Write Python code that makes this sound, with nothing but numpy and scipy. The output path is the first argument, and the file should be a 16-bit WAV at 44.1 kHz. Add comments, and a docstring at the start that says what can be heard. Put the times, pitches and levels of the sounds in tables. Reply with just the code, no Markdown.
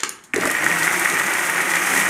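"""The fading tail of an earlier sound and a few switch clicks start a kitchen blender in a tiled room.
The clicks and the cracking ice are bursts of coloured noise; the gulps and knocks are short swelling tones.
The churning is a dense rain of small impacts and a plastic jar rung by random strikes, over sloshing liquid.
The motor runs up to speed: it whirrs (rough clicks), whines and hums (tones that follow the shaft speed).
Noise tails give the room its reflections, and a quiet steady noise lies behind everything."""
import sys
import numpy as np
from scipy import signal
from scipy.fft import rfft, irfft
from scipy.io import wavfile

SR = 44100
rng = np.random.default_rng(int(sys.argv[2]) if len(sys.argv) > 2 else 0)


def bounce(signal):
    """Save signal as a 16-bit WAV file at the path given by the first command-line argument."""
    frames = np.transpose(np.atleast_2d(signal))
    limited = np.clip(frames, -1, 1)
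    pcm = np.round(limited * 32767).astype(np.int16)
    wavfile.write(sys.argv[1], SR, pcm)


N = 92169
TIME = np.arange(N) / SR


def from_db(db):
    """Turn decibels into a gain."""
    return 10 ** (np.asarray(db) / 20)


def rms_one(x):
    """Scale to an average strength (rms) of 1."""
    return x / np.sqrt(np.mean(x ** 2) + 1e-20)


def in_time(rows):
    """Draw one curve over time for each column after the first, which holds the seconds."""
    seconds, *columns = np.transpose(rows)
    return [np.interp(TIME, seconds, column) for column in columns]


def at_hz(points, hz):
    """Read a table between its points, on a log-frequency axis."""
    table_hz, value = np.transpose(points)
    return np.interp(np.log(np.maximum(hz, 1)), np.log(table_hz), value)


def colour(x, spectrum, tilt_db=0, size=4096):
    """Filter with the given spectrum, never sounding early; white noise keeps its power."""
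    hz = np.arange(size // 2 + 1) * SR / size
    tilt = tilt_db * np.log2(np.maximum(hz, 1000) / 1000)  # dB per octave above 1000 Hz
    gain = rms_one(from_db(at_hz(spectrum, hz) + tilt))
    # folding the cepstrum forward gives the minimum-phase filter
    cepstrum = irfft(np.log(gain))
    cepstrum[1:size // 2] *= 2
    cepstrum[size // 2 + 1:] = 0
    impulse = irfft(np.exp(rfft(cepstrum)))
    return signal.fftconvolve(x, impulse)[:N]


def resonate(x, modes):
    """Sum of resonances; a narrower one rings longer, and each has its own rms level."""
    out = 0
    for hz, width, db in modes:
        r = np.exp(-np.pi * width / SR)
        feedback = [1, -2 * r * np.cos(2 * np.pi * hz / SR), r * r]
        out = out + from_db(db) * rms_one(signal.lfilter([1, 0, -1], feedback, x))
    return out


def drift(rate_hz):
    """Smooth random wandering with spread 1, computed at every 40th sample."""
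    r = np.exp(-80 * np.pi * rate_hz / SR)
    noise = rng.standard_normal(N // 40 + 2002)
    slow = signal.lfilter([1], [1, -2 * r, r * r], noise)[2000:]  # skip the filter's start
    return np.interp(np.arange(N) / 40, np.arange(len(slow)), rms_one(slow))


def grains(per_s, spread_db):
    """Single-sample clicks at random times, of uneven size and either sign; rms 1."""
    sizes = from_db(spread_db * np.minimum(rng.exponential(1, N), 4))
    signs = rng.choice([-1, 1], N)
    return rms_one(sizes * signs * (rng.random(N) < per_s / SR))


def thud(start_s, hz, rise_s):
    """A tone whose envelope swells to height 1 and dies quickly."""
    t = np.maximum(TIME - start_s, 0)
    envelope = (t / rise_s * np.exp(1 - t / rise_s)) ** 2
    return envelope * np.sin(2 * np.pi * hz * t)


def snap(start_s, t60_s):
    """A burst of noise with a sharp front that falls 60 dB in t60_s."""
    fall = from_db(-60 * np.clip((TIME - start_s) / t60_s, 0, 2))
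    return rng.standard_normal(N) * (TIME >= start_s) * fall


# Tone of the small bits hitting the wall. Each row: frequency in Hz, relative level in dB.
CHURN = [(150, -32.5), (480, -16), (560, -9.5), (900, -4), (1100, -5), (1300, -0.5), (1700, -2.5),
         (2000, -1), (2300, -2), (2900, -12), (4200, -27.5), (16000, -28.5)]
# Ringing of the jar. Each row: frequency in Hz, width in Hz, level against the small bits in dB.
JAR_MODES = [(575, 31, -24), (950, 93, -18.5), (1290, 140, -32), (1463, 31, -15), (1883, 34, -7.5),
             (1920, 52, -8)]
GRAINS_PER_S, GRAIN_SPREAD_DB = 3500, 2.5   # small bits at top speed
KNOCK_RISE_S, SMALL_KNOCKS_PER_S, SMALL_KNOCKS_DB = 0.00066, 110, -7.5
JAR_STRIKES_PER_S = 150


def churning(pace, surge_db=1.16):
    """Small impacts, denser with speed, and scattered lumps sound over a jar rung by separate strikes."""
    bits = grains(GRAINS_PER_S * pace ** 2, GRAIN_SPREAD_DB)
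    knock = thud(0, hz=1860, rise_s=KNOCK_RISE_S)
    lumps = signal.fftconvolve(grains(SMALL_KNOCKS_PER_S, spread_db=3.3), knock)[:N]
    wall = colour(bits, CHURN) + from_db(SMALL_KNOCKS_DB) * rms_one(lumps)
    ringing = resonate(grains(JAR_STRIKES_PER_S, spread_db=3.5), JAR_MODES)
    return rms_one(wall + ringing) * from_db(surge_db * drift(49))


# Tone of the whirr. Each row: frequency in Hz, relative level in dB.
WHIRR = [(1500, -21.5), (3200, -1.5), (4300, -7.5), (5000, -4.5), (6000, 1), (7200, 2), (8000, -0.5),
         (8450, 4.5), (9400, -1.5), (10700, 0.5), (13500, -8), (16000, -10.5)]
# Ringing of the motor housing. Each row: frequency in Hz, width in Hz, level against the rasp in dB.
HOUSING_MODES = [(6040, 70, -23), (6450, 90, -20), (7570, 70, -21), (8420, 200, -17), (8790, 80, -21),
                 (9070, 70, -21), (10955, 35, -24)]
WHIRR_PER_S, WHIRR_SPREAD_DB, WHIRR_THROB = 9000, 3, 0.16   # throb: share of the rasp's strength
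TICKS_PER_S, TICKS_DB = 69, -16   # small chips of ice


def whirr(turns, flutter_db=1.76):
    """Brushes and blades rasp, throbbing once a turn; chips tick, and steady noise rings the housing."""
    throb = 1 + WHIRR_THROB * np.cos(2 * np.pi * turns)
    rasp = grains(WHIRR_PER_S, WHIRR_SPREAD_DB) * throb * from_db(flutter_db * drift(33))
    ticks = signal.fftconvolve(grains(TICKS_PER_S, spread_db=4.0), snap(0, t60_s=0.01))[:N]
    rough = colour(rasp + from_db(TICKS_DB) * rms_one(ticks), WHIRR)
    return rms_one(rough + resonate(rng.standard_normal(N), HOUSING_MODES))


# Thin whine of the motor. Each row: multiple of the shaft speed, level against the whirr in dB.
WHINE = [(36, -16), (48, -13.5), (60, -19)]
WHINE_WIDTH_HZ = 60


def whine(speed):
    """High, blurred multiples of the shaft speed rise as the motor runs up."""
    turns = np.cumsum(speed) / SR
    total = 0
    for multiple, db in WHINE:
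        tone = np.sin(2 * np.pi * round(multiple) * turns)
        total = total + from_db(db) * rms_one(tone * drift(WHINE_WIDTH_HZ))
    return total


# Strength of the hum. Each row: time in seconds, level at the shaft speed in dB,
# level at twice the shaft speed in dB.
HUM = [(.4, -49, -51), (.53, -49, -31.5), (.62, -43, -36.5), (.78, -40, -47), (.95, -48.5, -33.5),
       (1.15, -45, -47), (1.35, -46, -44), (1.6, -58, -41), (1.76, -42, -45), (1.95, -52, -45),
       (2.09, -41, -43)]
HUM_WAVER_DB = 3


def hum(turns):
    """The shaft and its two blades hum, wavering under the shifting load."""
    total = 0
    for multiple, db in enumerate(in_time(HUM), 1):
        waver = from_db(HUM_WAVER_DB * drift(8.4))
        total = total + from_db(db) * rms_one(np.sin(2 * np.pi * multiple * turns) * waver)
    return total


# Tone of the liquid. Each row: frequency in Hz, relative level in dB.
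SLOSH = [(25, -28), (60, -24), (80, -15), (125, -10.5), (165, 1), (225, -5), (335, 5), (420, -2.5),
         (500, -2.5), (900, -8.5), (4000, -79)]


def sloshing(surge_db=2):
    """The liquid rumbles in uneven surges of low noise."""
    return colour(rng.standard_normal(N), SLOSH) * from_db(surge_db * drift(10.5))


# Big lumps knock on the jar. Each row: start in seconds, level in dB, frequency in Hz.
KNOCKS = [(0.3364, -5.5, 2250), (0.3395, -11.5, 1570), (0.3601, -14, 1900), (.378, -20, 1940),
          (.396, -20, 1820), (.4345, -7, 1410), (0.4531, -10, 1836), (0.458, -8, 1420), (.498, -9, 1850),
          (0.6645, -1, 1670), (0.7149, -6, 2110), (.8700, -6, 1770), (0.8772, -2, 1700), (.8782, -8, 2020),
          (1.058, -2, 1750), (1.2842, -11.5, 1750), (1.3937, -10, 1780), (1.497, -7.5, 1900),
          (2.0002, -10, 1930), (2.0555, -10, 1900)]
# Ice cracks on the blades. Each row: start in seconds, level in dB, brightness in dB per octave.
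CRACKS = [(0.3366, -29.5, 3), (.3432, -24, 0), (0.361, -18.5, -5), (.377, -27, 8), (0.4102, -21, -6),
          (0.454, -18, -2), (.472, -21, -1), (0.502, -22, 3), (.5135, -16.5, 6), (0.6426, -20, 0),
          (.831, -17, -6), (0.996, -15, 8), (1.099, -18.5, -4), (1.336, -19, -1), (1.499, -18.5, 15),
          (1.7562, -17.5, -6.5)]
# Tone of a crack. Each row: frequency in Hz, relative level in dB.
CRACK = [(150, -46), (1500, -10), (4000, -1.5), (7000, 7.5), (9000, 6), (13000, -5), (16000, -14)]
CRACK_T60_S = 0.02
JAR_RING_HZ, JAR_RING_RISE_S, JAR_RING_DB = 1867, 0.0025, -13   # ring level is against the knock


def ice():
    """Big lumps knock on the wall, which rings on briefly, or crack on the blades."""
    total = 0
    for start_s, db, hz in KNOCKS:
        ring = from_db(JAR_RING_DB) * thud(start_s, JAR_RING_HZ, JAR_RING_RISE_S)
        total = total + from_db(db) * (thud(start_s, hz, KNOCK_RISE_S) + ring)
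    for start_s, db, tilt in CRACKS:
        total = total + from_db(db) * colour(snap(start_s, CRACK_T60_S), CRACK, tilt)
    return total


# Air pockets gulp as the liquid is thrown up. Each row: start in seconds, level in dB, frequency in Hz.
GULPS = [(0.34, -19.5, 282.3), (0.3624, -13, 406), (0.3812, -12.5, 383), (.444, -18, 313), (.455, -14, 304),
         (.472, -17, 598), (0.475, -20, 333)]
GULP_RISE_S = 0.0039


def gulps():
    """Air pockets ring low as the vortex opens."""
    return sum(from_db(db) * thud(start_s, hz, GULP_RISE_S) for start_s, db, hz in GULPS)


# Switch clicks; the first row is the fading tail of an earlier sound. Each row: start in seconds,
# level in dB, brightness in dB per octave, time to fall 60 dB in seconds.
CLICKS = [(0, -33, -2.5, 0.15), (.004, -26, 3, 0.016), (0.032, -19, -9.5, 0.023), (0.034, -10, -1, .02),
          (0.0483, -26, 0, .02), (0.0929, -15.5, 13, 0.0076), (.189, -41, -6.5, 0.033),
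          (0.2383, -41.5, 7, 0.11)]
# Tone of the switch. Each row: frequency in Hz, relative level in dB.
SWITCH = [(100, -26.5), (400, -5.5), (800, -11.5), (1250, -2), (2000, 1), (3500, -2.5), (4200, -5.5),
          (5700, -5.5), (6600, 0.5), (7300, 0.5), (7900, -10), (8600, -4.5), (9300, -6.5), (12000, -18.5),
          (16000, -30)]


def switch():
    """A fading tail, then plastic clicks: noise bursts, some dull and some bright."""
    total = 0
    for start_s, db, tilt, t60_s in CLICKS:
        total = total + from_db(db) * colour(snap(start_s, t60_s), SWITCH, tilt)
    return total


# How the kitchen rings. Each row: frequency in Hz, time to fall 60 dB in seconds,
# relative level of the reflections in dB.
ROOM = [(150, 0.61, 2), (1000, 0.43, -1), (2970, 0.42, 0.5), (7000, .3, -4), (14000, 0.22, -1.5)]
ROOM_DELAY_S = 0.0046


def reflections(x):
    """One diffuse tail of noise bands; the treble is weaker and dies first."""
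    t, tail = TIME[:SR * 2 // 3], 0
    edges = np.geomspace(60, 18000, 11)
    for low, high in zip(edges, edges[1:]):
        t60_s, db = (at_hz(np.array(ROOM)[:, [0, k]], np.sqrt(low * high)) for k in (1, 2))
        band_filter = signal.butter(2, [low, high], "band", fs=SR, output="sos")
        band = signal.sosfilt(band_filter, rng.standard_normal(len(t)))
        fall = np.exp(-np.log(1000) * t / t60_s)
        tail = tail + from_db(db) * band * fall * (t > ROOM_DELAY_S)
    return signal.fftconvolve(x, tail / np.linalg.norm(tail))[:N]


ROOM_SHIFT_PER_S = 1.309   # full cycles; the reflections change as the liquid moves


def kitchen(x):
    """The room passes smoothly between two patterns of reflections."""
    angle = 2 * np.pi * ROOM_SHIFT_PER_S * TIME
    return np.cos(angle) * reflections(x) + np.sin(angle) * reflections(x)


# Tone of the background. Each row: frequency in Hz, relative level in dB.
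AMBIENCE = [(25, -13), (100, -10), (230, 2.5), (500, -14), (750, -4.5), (1900, -3), (4000, -41),
            (8000, -15), (16000, -41)]
AMBIENCE_DB = -52


def ambience():
    """A quiet, steady background of coloured noise."""
    return from_db(AMBIENCE_DB) * colour(rng.standard_normal(N), AMBIENCE)


# Speed of the shaft. Each row: time in seconds, turns per second.
SPEED = [(.336, 76.6), (.45, 148), (.56, 156), (.8, 173), (.95, 177), (1.25, 181), (1.6, 181), (2.09, 175)]
# Effort of the blender. Each row: time in seconds, level of the churning in dB,
# level of the whirr in dB, level of the sloshing in dB.
EFFORT = [(.34, -28, -43.5, -29.5), (.42, -22, -34, -27.5), (.46, -23.5, -31.5, -29),
          (.52, -23, -32, -43.5), (.68, -22, -32, -33), (.85, -22.5, -27.5, -38), (1.02, -22.5, -29, -39),
          (1.2, -22.5, -30.5, -36.5), (1.35, -22.5, -28.5, -40), (1.58, -23, -30, -35.5),
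          (1.75, -22.5, -29.5, -39), (1.97, -20, -25.5, -31), (2.09, -22, -27, -34)]
START_S, ATTACK_S = .336, 0.0067   # the blades start to turn
HUM_JITTER = 0.0598   # random share of the shaft speed, heard in the hum and the throb
BLENDER_ROOM_DB, GULP_ROOM_DB, CLICK_ROOM_DB = -11, -17.5, -6   # how much of each the room gets


def scene():
    """Switch, then the running blender, in the kitchen."""
    speed, = in_time(SPEED)
    churn_db, whirr_db, slosh_db = in_time(EFFORT)
    turns = np.cumsum(speed * (1 + HUM_JITTER * drift(21.1))) / SR
    running = np.clip((TIME - START_S) / ATTACK_S, 0, 1)
    jar = from_db(churn_db) * churning(speed / speed.max()) + from_db(slosh_db) * sloshing()
    motor = from_db(whirr_db) * (whirr(turns) + whine(speed)) + hum(turns)
    blender = running * (motor + jar) + ice()
    air = gulps()
    clicks = switch()
    to_room = from_db(BLENDER_ROOM_DB) * blender
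    to_room = to_room + from_db(GULP_ROOM_DB) * air + from_db(CLICK_ROOM_DB) * clicks
    return (blender + air + clicks + kitchen(to_room) + ambience())[None]   # one channel


CUTOFF_HZ = 15550


def record(dry):
    """A low-pass filter cuts the top steeply."""
    low_pass = signal.firwin(301, CUTOFF_HZ, fs=SR, window=("kaiser", 9))
    return signal.fftconvolve(dry, low_pass[None], "same", axes=1)


dry = scene()
out = record(dry)
bounce(out)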